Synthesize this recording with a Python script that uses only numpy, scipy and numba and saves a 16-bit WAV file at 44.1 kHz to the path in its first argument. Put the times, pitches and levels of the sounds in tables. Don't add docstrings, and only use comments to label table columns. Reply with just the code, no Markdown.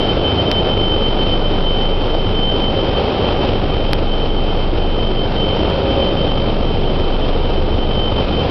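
import sys
import numpy as np
from scipy import signal
from scipy.fft import rfft, irfft, next_fast_len
from scipy.io import wavfile
from scipy.ndimage import uniform_filter1d, map_coordinates
from numba import njit

SR = 44100
rng = np.random.default_rng(int(sys.argv[2]) if len(sys.argv) > 2 else 0)


def nominal_scale(level):
    x = np.asarray(level, float) / 20
    return 10 ** x


def transcribe(u):
    v = np.clip(np.atleast_2d(u).T, -1, 1)
    q = np.round(v * 32767).astype(np.int16)
    wavfile.write(sys.argv[1], SR, q)


N = 374850
TIME = np.arange(N) / SR
FULL_SCALE = 0.7

# (cycle rate [Hz], moment of one firing [s])
TWINS = [
    (4.0460, 4.4771),
    (3.9853, 4.4768),
]


def unit(x):
    return x / np.sqrt(np.mean(x ** 2) + 1e-20)


def curves(rows):
    s, *columns = np.transpose(rows)
    return [np.interp(TIME, s, column) for column in columns]


def wobble(rate):
    points = rng.standard_normal(int(N * rate / SR) + 4)
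    return map_coordinates(points, [TIME * rate])


def coloured(x, spectrum):
    size = next_fast_len(N + 8192)
    hz, db = np.transpose(spectrum)
    bins = np.fft.rfftfreq(size, 1 / SR)
    gain = nominal_scale(np.interp(np.log(bins + 1), np.log(hz + 1), db))
    return irfft(rfft(x, size) * gain, size)[:N]


def rush(spectrum, patchy_db):
    z = signal.stft(rng.standard_normal(N + 512), nperseg=512)[2]
    patches = uniform_filter1d(rng.standard_normal(z.shape), size=5, axis=0)
    patches = uniform_filter1d(patches, size=12, axis=1)
    noise = signal.istft(z * nominal_scale(patchy_db * unit(patches)), nperseg=512)[1][:N]
    return unit(coloured(noise, spectrum))


def narrow(hz, width):
    turn = 2 * np.pi * hz * TIME
    return unit(wobble(width) * np.cos(turn) + wobble(width) * np.sin(turn))


def in_step():
    (near_hz, near_fired), (far_hz, _) = TWINS
    half_beat = 6 * np.pi * (near_hz - far_hz)
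    return np.abs(np.cos(half_beat * (TIME - near_fired)))


def pushed(mean_db, swing_db):
    return mean_db + swing_db * in_step()


def firings(decay_s, scatter_db):
    blows = np.zeros(N)
    for cycle_hz, fired in TWINS:
        at = np.flatnonzero(np.diff(np.floor(6 * cycle_hz * (TIME - fired))))
        blows[at] += nominal_scale(scatter_db * rng.standard_normal(len(at)))
    t = TIME[:SR // 10]
    return unit(signal.fftconvolve(blows, t * np.exp(-t / decay_s))[:N])


def pump():
    # (time [s], length [s], level [dB])
    swells = [
        (0.503, .45, -34.5),
        (2.902, 1.0, -30),
        (4.19, .4, -36),
        (6.002, .6, -23.5),
        (7.1, .4, -40),
        (8.5, .5, -33),
    ]
    level = sum(nominal_scale(db) * np.exp(-((TIME - s) / length) ** 2) for s, length, db in swells)
    return level * np.sin(2 * np.pi * 546.4 * TIME + 0.6 * wobble(2.5))


def hull_rumble(deck_db):
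    # (frequency [Hz], level [dB per Hz])
    spectrum = [(5, -28.5), (12, -6), (38, -0.5), (60, -2), (100, -2.5), (150, -3.5), (200, -12),
                (330, -46), (600, -120)]
    return nominal_scale(pushed(-31, 8) + 0.4 * deck_db + 3.0) * rush(spectrum, patchy_db=0.0)


def whistles():
    # (frequency [Hz], width [Hz], level [dB])
    lines = [(3181, 14, -41), (4860, 38, -55), (2560, 120, -47), (3088, 45, -41.5), (390, 5, -36.5),
             (790, 12, -46), (99, 1, -36)]
    return sum(nominal_scale(db + wobble(1.2)) * narrow(hz, width) for hz, width, db in lines)


def turbocharger():
    # (time [s], frequency [Hz])
    blade_tone = [(0, 3083), (1.3, 3083), (2.4, 3089), (4.2, 3089), (4.9, 3086), (5.6, 3089), (8.5, 3086)]
    # (time [s], level [dB])
    shading = [(0, -28), (.54, -27), (.77, -27), (1.28, -29), (1.58, -21), (2.06, -35.5), (2.45, -24),
               (2.95, -34.5), (3.65, -37.5), (4.1, -29), (4.85, -36.5), (5.39, -26.5), (5.78, -38),
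               (6.05, -29.5), (7.04, -35.5), (7.65, -35), (8.07, -28.5), (8.5, -30.5)]
    # (time [s], width [s], depth [dB])
    quiet_spots = [(.075, 0.026, -12.5), (0.169, 0.065, -9), (.335, .04, -8.5), (.499, 0.033, -11),
                   (.64, 0.026, -7), (1.168, 0.055, -10.5), (1.393, 0.077, -12.5), (1.514, 0.11, -13),
                   (1.605, 0.09, -17), (2.309, 0.1, -10.5), (2.59, 0.079, -4), (3.056, .121, -10),
                   (3.994, 0.2, -11.7), (4.174, 0.07, -9), (4.276, 0.03, -14.5), (4.343, 0.059, -11.8),
                   (4.72, .14, -8.5), (5.107, .049, -9.5), (5.312, 0.16, -14.5), (6.15, 0.054, -12),
                   (6.58, .162, -8), (6.798, .047, -10), (6.943, .036, -11.5), (7.304, .05, -10.5),
                   (7.39, .04, -9.5), (7.494, .033, -11.5), (7.65, .039, -7.5), (8.129, 0.064, -16),
                   (8.27, 0.13, -14.5), (8.46, 0.062, -16)]
    hz = curves(blade_tone)[0] + 2.6 * wobble(5) + 3 * wobble(25)
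    paths = 1 + 0.3 * (wobble(30) + 1j * wobble(30))
    tone = np.sqrt(2) * np.real(paths * np.exp(2j * np.pi * np.cumsum(hz) / SR))
    level_db = curves(shading)[0] + pushed(1, 6.5) + 1.1 * wobble(40)
    for s, width, depth_db in quiet_spots:
        level_db = level_db + depth_db * np.exp(-(2.6 * (TIME - s) / width) ** 2)
    return nominal_scale(level_db) * tone


def casing_clatter(hall_db, shared):
    # (frequency [Hz], level [dB per Hz])
    spectrum = [(530, -34), (900, 0), (1040, -5.5), (1890, -14.5), (2900, -9.5), (2990, -8.5), (3160, -10),
                (3350, -11), (4990, -21), (5600, -23), (7280, -51), (12300, -120)]
    level_db = pushed(-35, 6.5) + 1.3 * hall_db + 3.0 + 0.5 * shared
    pulses = 1 + 0.11 * firings(0.0031, 3.9)
    return nominal_scale(level_db) * unit(pulses * rush(spectrum, patchy_db=0.4))


def sharp_peaks():
    # (time [s], peak level [dB])
    sudden_peaks = [
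        (2.150, -0.5),
        (2.313, -7.5),
        (4.825, -12.5),
        (5.073, -11.5),
        (5.681, -6.5),
    ]
    out, t = np.zeros(N + SR), TIME[:SR // 50]
    for s, db in sudden_peaks:
        hiss = 0.15 * rng.standard_normal(len(t)) * nominal_scale(-60 * t / 0.008)
        ring = np.sin(2 * np.pi * 650 * t) + hiss
        out[round(s * SR):][:len(t)] -= nominal_scale(db + 0.5 - 60 * t / 0.012) * ring
    return out[:N]


def cycle_roar():
    # (frequency [Hz], level [dB per Hz])
    spectrum = [(100, -39.5), (150, -6.5), (250, 0), (400, 0.5), (600, -10), (1000, -47), (2000, -120)]
    out = np.zeros(N)
    for cycle_hz, fired in TWINS:
        size = round(SR / cycle_hz)
        one_cycle = rng.standard_normal(size)
        wandering = TIME + 0.0006 * wobble(0.8)
        out += np.interp(wandering * cycle_hz % 1, np.arange(size) / size, one_cycle)
    return unit(coloured(out, spectrum))


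def combustion_roar(hall_db, shared):
    # (frequency [Hz], level [dB per Hz])
    spectrum = [(90, -45), (150, -13.5), (190, -11), (260, -9.5), (398, -7.5), (535, -8), (673, -13),
                (792, -12.5), (1030, -31), (1230, -21.5), (1500, -31), (1950, -62), (3300, -120)]
    level_db = pushed(-23, 6.5) + hall_db + 0.7 + 0.25 * shared
    pulses = 1 + 0.13 * firings(0.0027, 2.4)
    noise = rush(spectrum, patchy_db=-0.06) + nominal_scale(-8) * cycle_roar()
    return nominal_scale(level_db) * unit(pulses * noise)


def engine(cycle_hz, fired, orders, rest_db, boom_db):
    crank = 2 * np.pi * cycle_hz * (TIME - fired)
    sound = nominal_scale(-16.8 + 0.3 * wobble(0.7)) * np.cos(6 * crank)
    for k, db in orders:
        if k == 6:
            continue
        drift = rng.uniform(0, 2 * np.pi) + 0.0071 * k * wobble(0.8)
        deck = boom_db if k == 18 else 0
        sound += nominal_scale(db + rest_db + deck + 1.5 * wobble(0.44)) * np.cos(k * crank + drift)
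    return np.sqrt(2) * sound


def twin_diesels(deck_db):
    # (multiple of the cycle rate [1], rms level [dB])
    near_tones = [(5, -34.2), (6, -20.6), (7, -34.8), (8, -36.0), (11, -38.2), (12, -38.8), (13, -37.2),
                  (17, -37.9), (18, -35.9), (19, -36.8), (21, -46.3), (22, -45.1), (23, -42.5), (24, -37.5),
                  (25, -36.1), (26, -36.9), (28, -45.8), (29, -41.0), (30, -44.3), (35, -39.6), (36, -44.3),
                  (37, -44.9), (45, -44.6), (46, -42.4), (48, -46.1), (49, -43.8), (50, -44.0), (53, -43.3),
                  (54, -41.2), (57, -46.5)]
    far_tones = [(5, -39.1), (6, -21.5), (7, -40.0), (8, -44.7), (10, -45.2), (11, -38.8), (12, -41.5),
                 (13, -38.3), (16, -46.4), (17, -40.0), (18, -30.5), (19, -42.2), (20, -43.2), (23, -41.9),
                 (28, -42.3), (46, -39.4), (49, -45.6), (50, -44.2), (54, -47.5), (55, -41.8)]
    shake_db = pushed(-2.9, 6.6)
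    near = engine(*TWINS[0], near_tones, shake_db, -6.0)
    far = engine(*TWINS[1], far_tones, shake_db, deck_db + 1.2)
    return near + far


def scene():
    # (time [s], open hall level [dB], lower deck level [dB])
    view = [(0, 1, -4), (.6, 0, -0.5), (1.3, 1, -8), (2, 0, -3), (2.6, 0, -2.5), (3.3, 1, 2.5), (4, -.5, 1),
            (4.9, -.5, -3.5), (5.6, 0.5, 4.5), (6.3, 0, 1.5), (7.1, 0, 1.5), (7.8, 0.5, 8.5), (8.5, 0, 2)]
    hall_db, deck_db = curves(view)
    shared = wobble(16)
    background = pump() + hull_rumble(deck_db) + whistles() + turbocharger()
    noise = casing_clatter(hall_db, shared) + sharp_peaks() + combustion_roar(hall_db, shared)
    return (background + noise + twin_diesels(deck_db))[None]


@njit
def follow(x, rise, fall):
    out, level = np.empty_like(x), np.mean(x)
    for i in range(len(x)):
        level += (rise if x[i] > level else fall) * (x[i] - level)
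        out[i] = level
    return out


def gain_control(x):
    # (frequency [Hz], level [dB])
    sensed_bass = [(10, 6), (40, 6), (150, 0), (6000, 0)]
    # (frequency [Hz], level [dB])
    deep_band = [(5, 0), (30, 0), (40, -20), (60, -120)]
    sensed = np.abs(coloured(x, sensed_bass))
    slow = follow(sensed, 1 / (0.0036 * SR), 1 / (0.25 * SR))
    fast = follow(sensed, 1 / (0.003 * SR), 1 / (0.007 * SR))
    gain = nominal_scale(-1.5) * (slow / 0.47) ** -0.2 * np.maximum(fast / 0.35, 0.55) ** -0.6
    deep = coloured(x, deep_band)
    return (x - deep) * gain + deep * nominal_scale(-2.5) * gain ** 0.53


def capsule(x):
    x = x - 0.15 * (x ** 2 - np.mean(x ** 2))
    return x / (1 + np.abs(x / (0.96 * FULL_SCALE)) ** 9) ** (1 / 9) - 0.0012


def converter(x):
    # (time [s], surge length [ms], flipped length [ms])
    overflows = [
        (.51545, .3, .08),
        (3.93312, .6, .11),
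    ]
    for s, surge_ms, flip_ms in overflows:
        ms = np.abs(TIME - s) * 1000
        x = x + (1.02 * FULL_SCALE - x) * np.exp(-(ms / surge_ms) ** 1.5)
        x = x - 2.2 * FULL_SCALE * np.clip((flip_ms / 2 - ms) * SR / 1000 + 0.5, 0, 1)
    return x


def band_edge(x):
    # (frequency [Hz], level [dB])
    treble_edge = [(5300, 1), (5700, -6.5), (5950, -9), (6300, -67.5), (6500, -120)]
    return np.clip(coloured(x, treble_edge), -FULL_SCALE, 0.72)


def low_pass(x):
    return signal.sosfilt(signal.butter(12, 15800, fs=SR, output="sos"), x)


def record(dry):
    x = gain_control(dry[0])
    x = converter(capsule(x))
    return low_pass(band_edge(x)[None])


dry = scene()
out = record(dry)
transcribe(out)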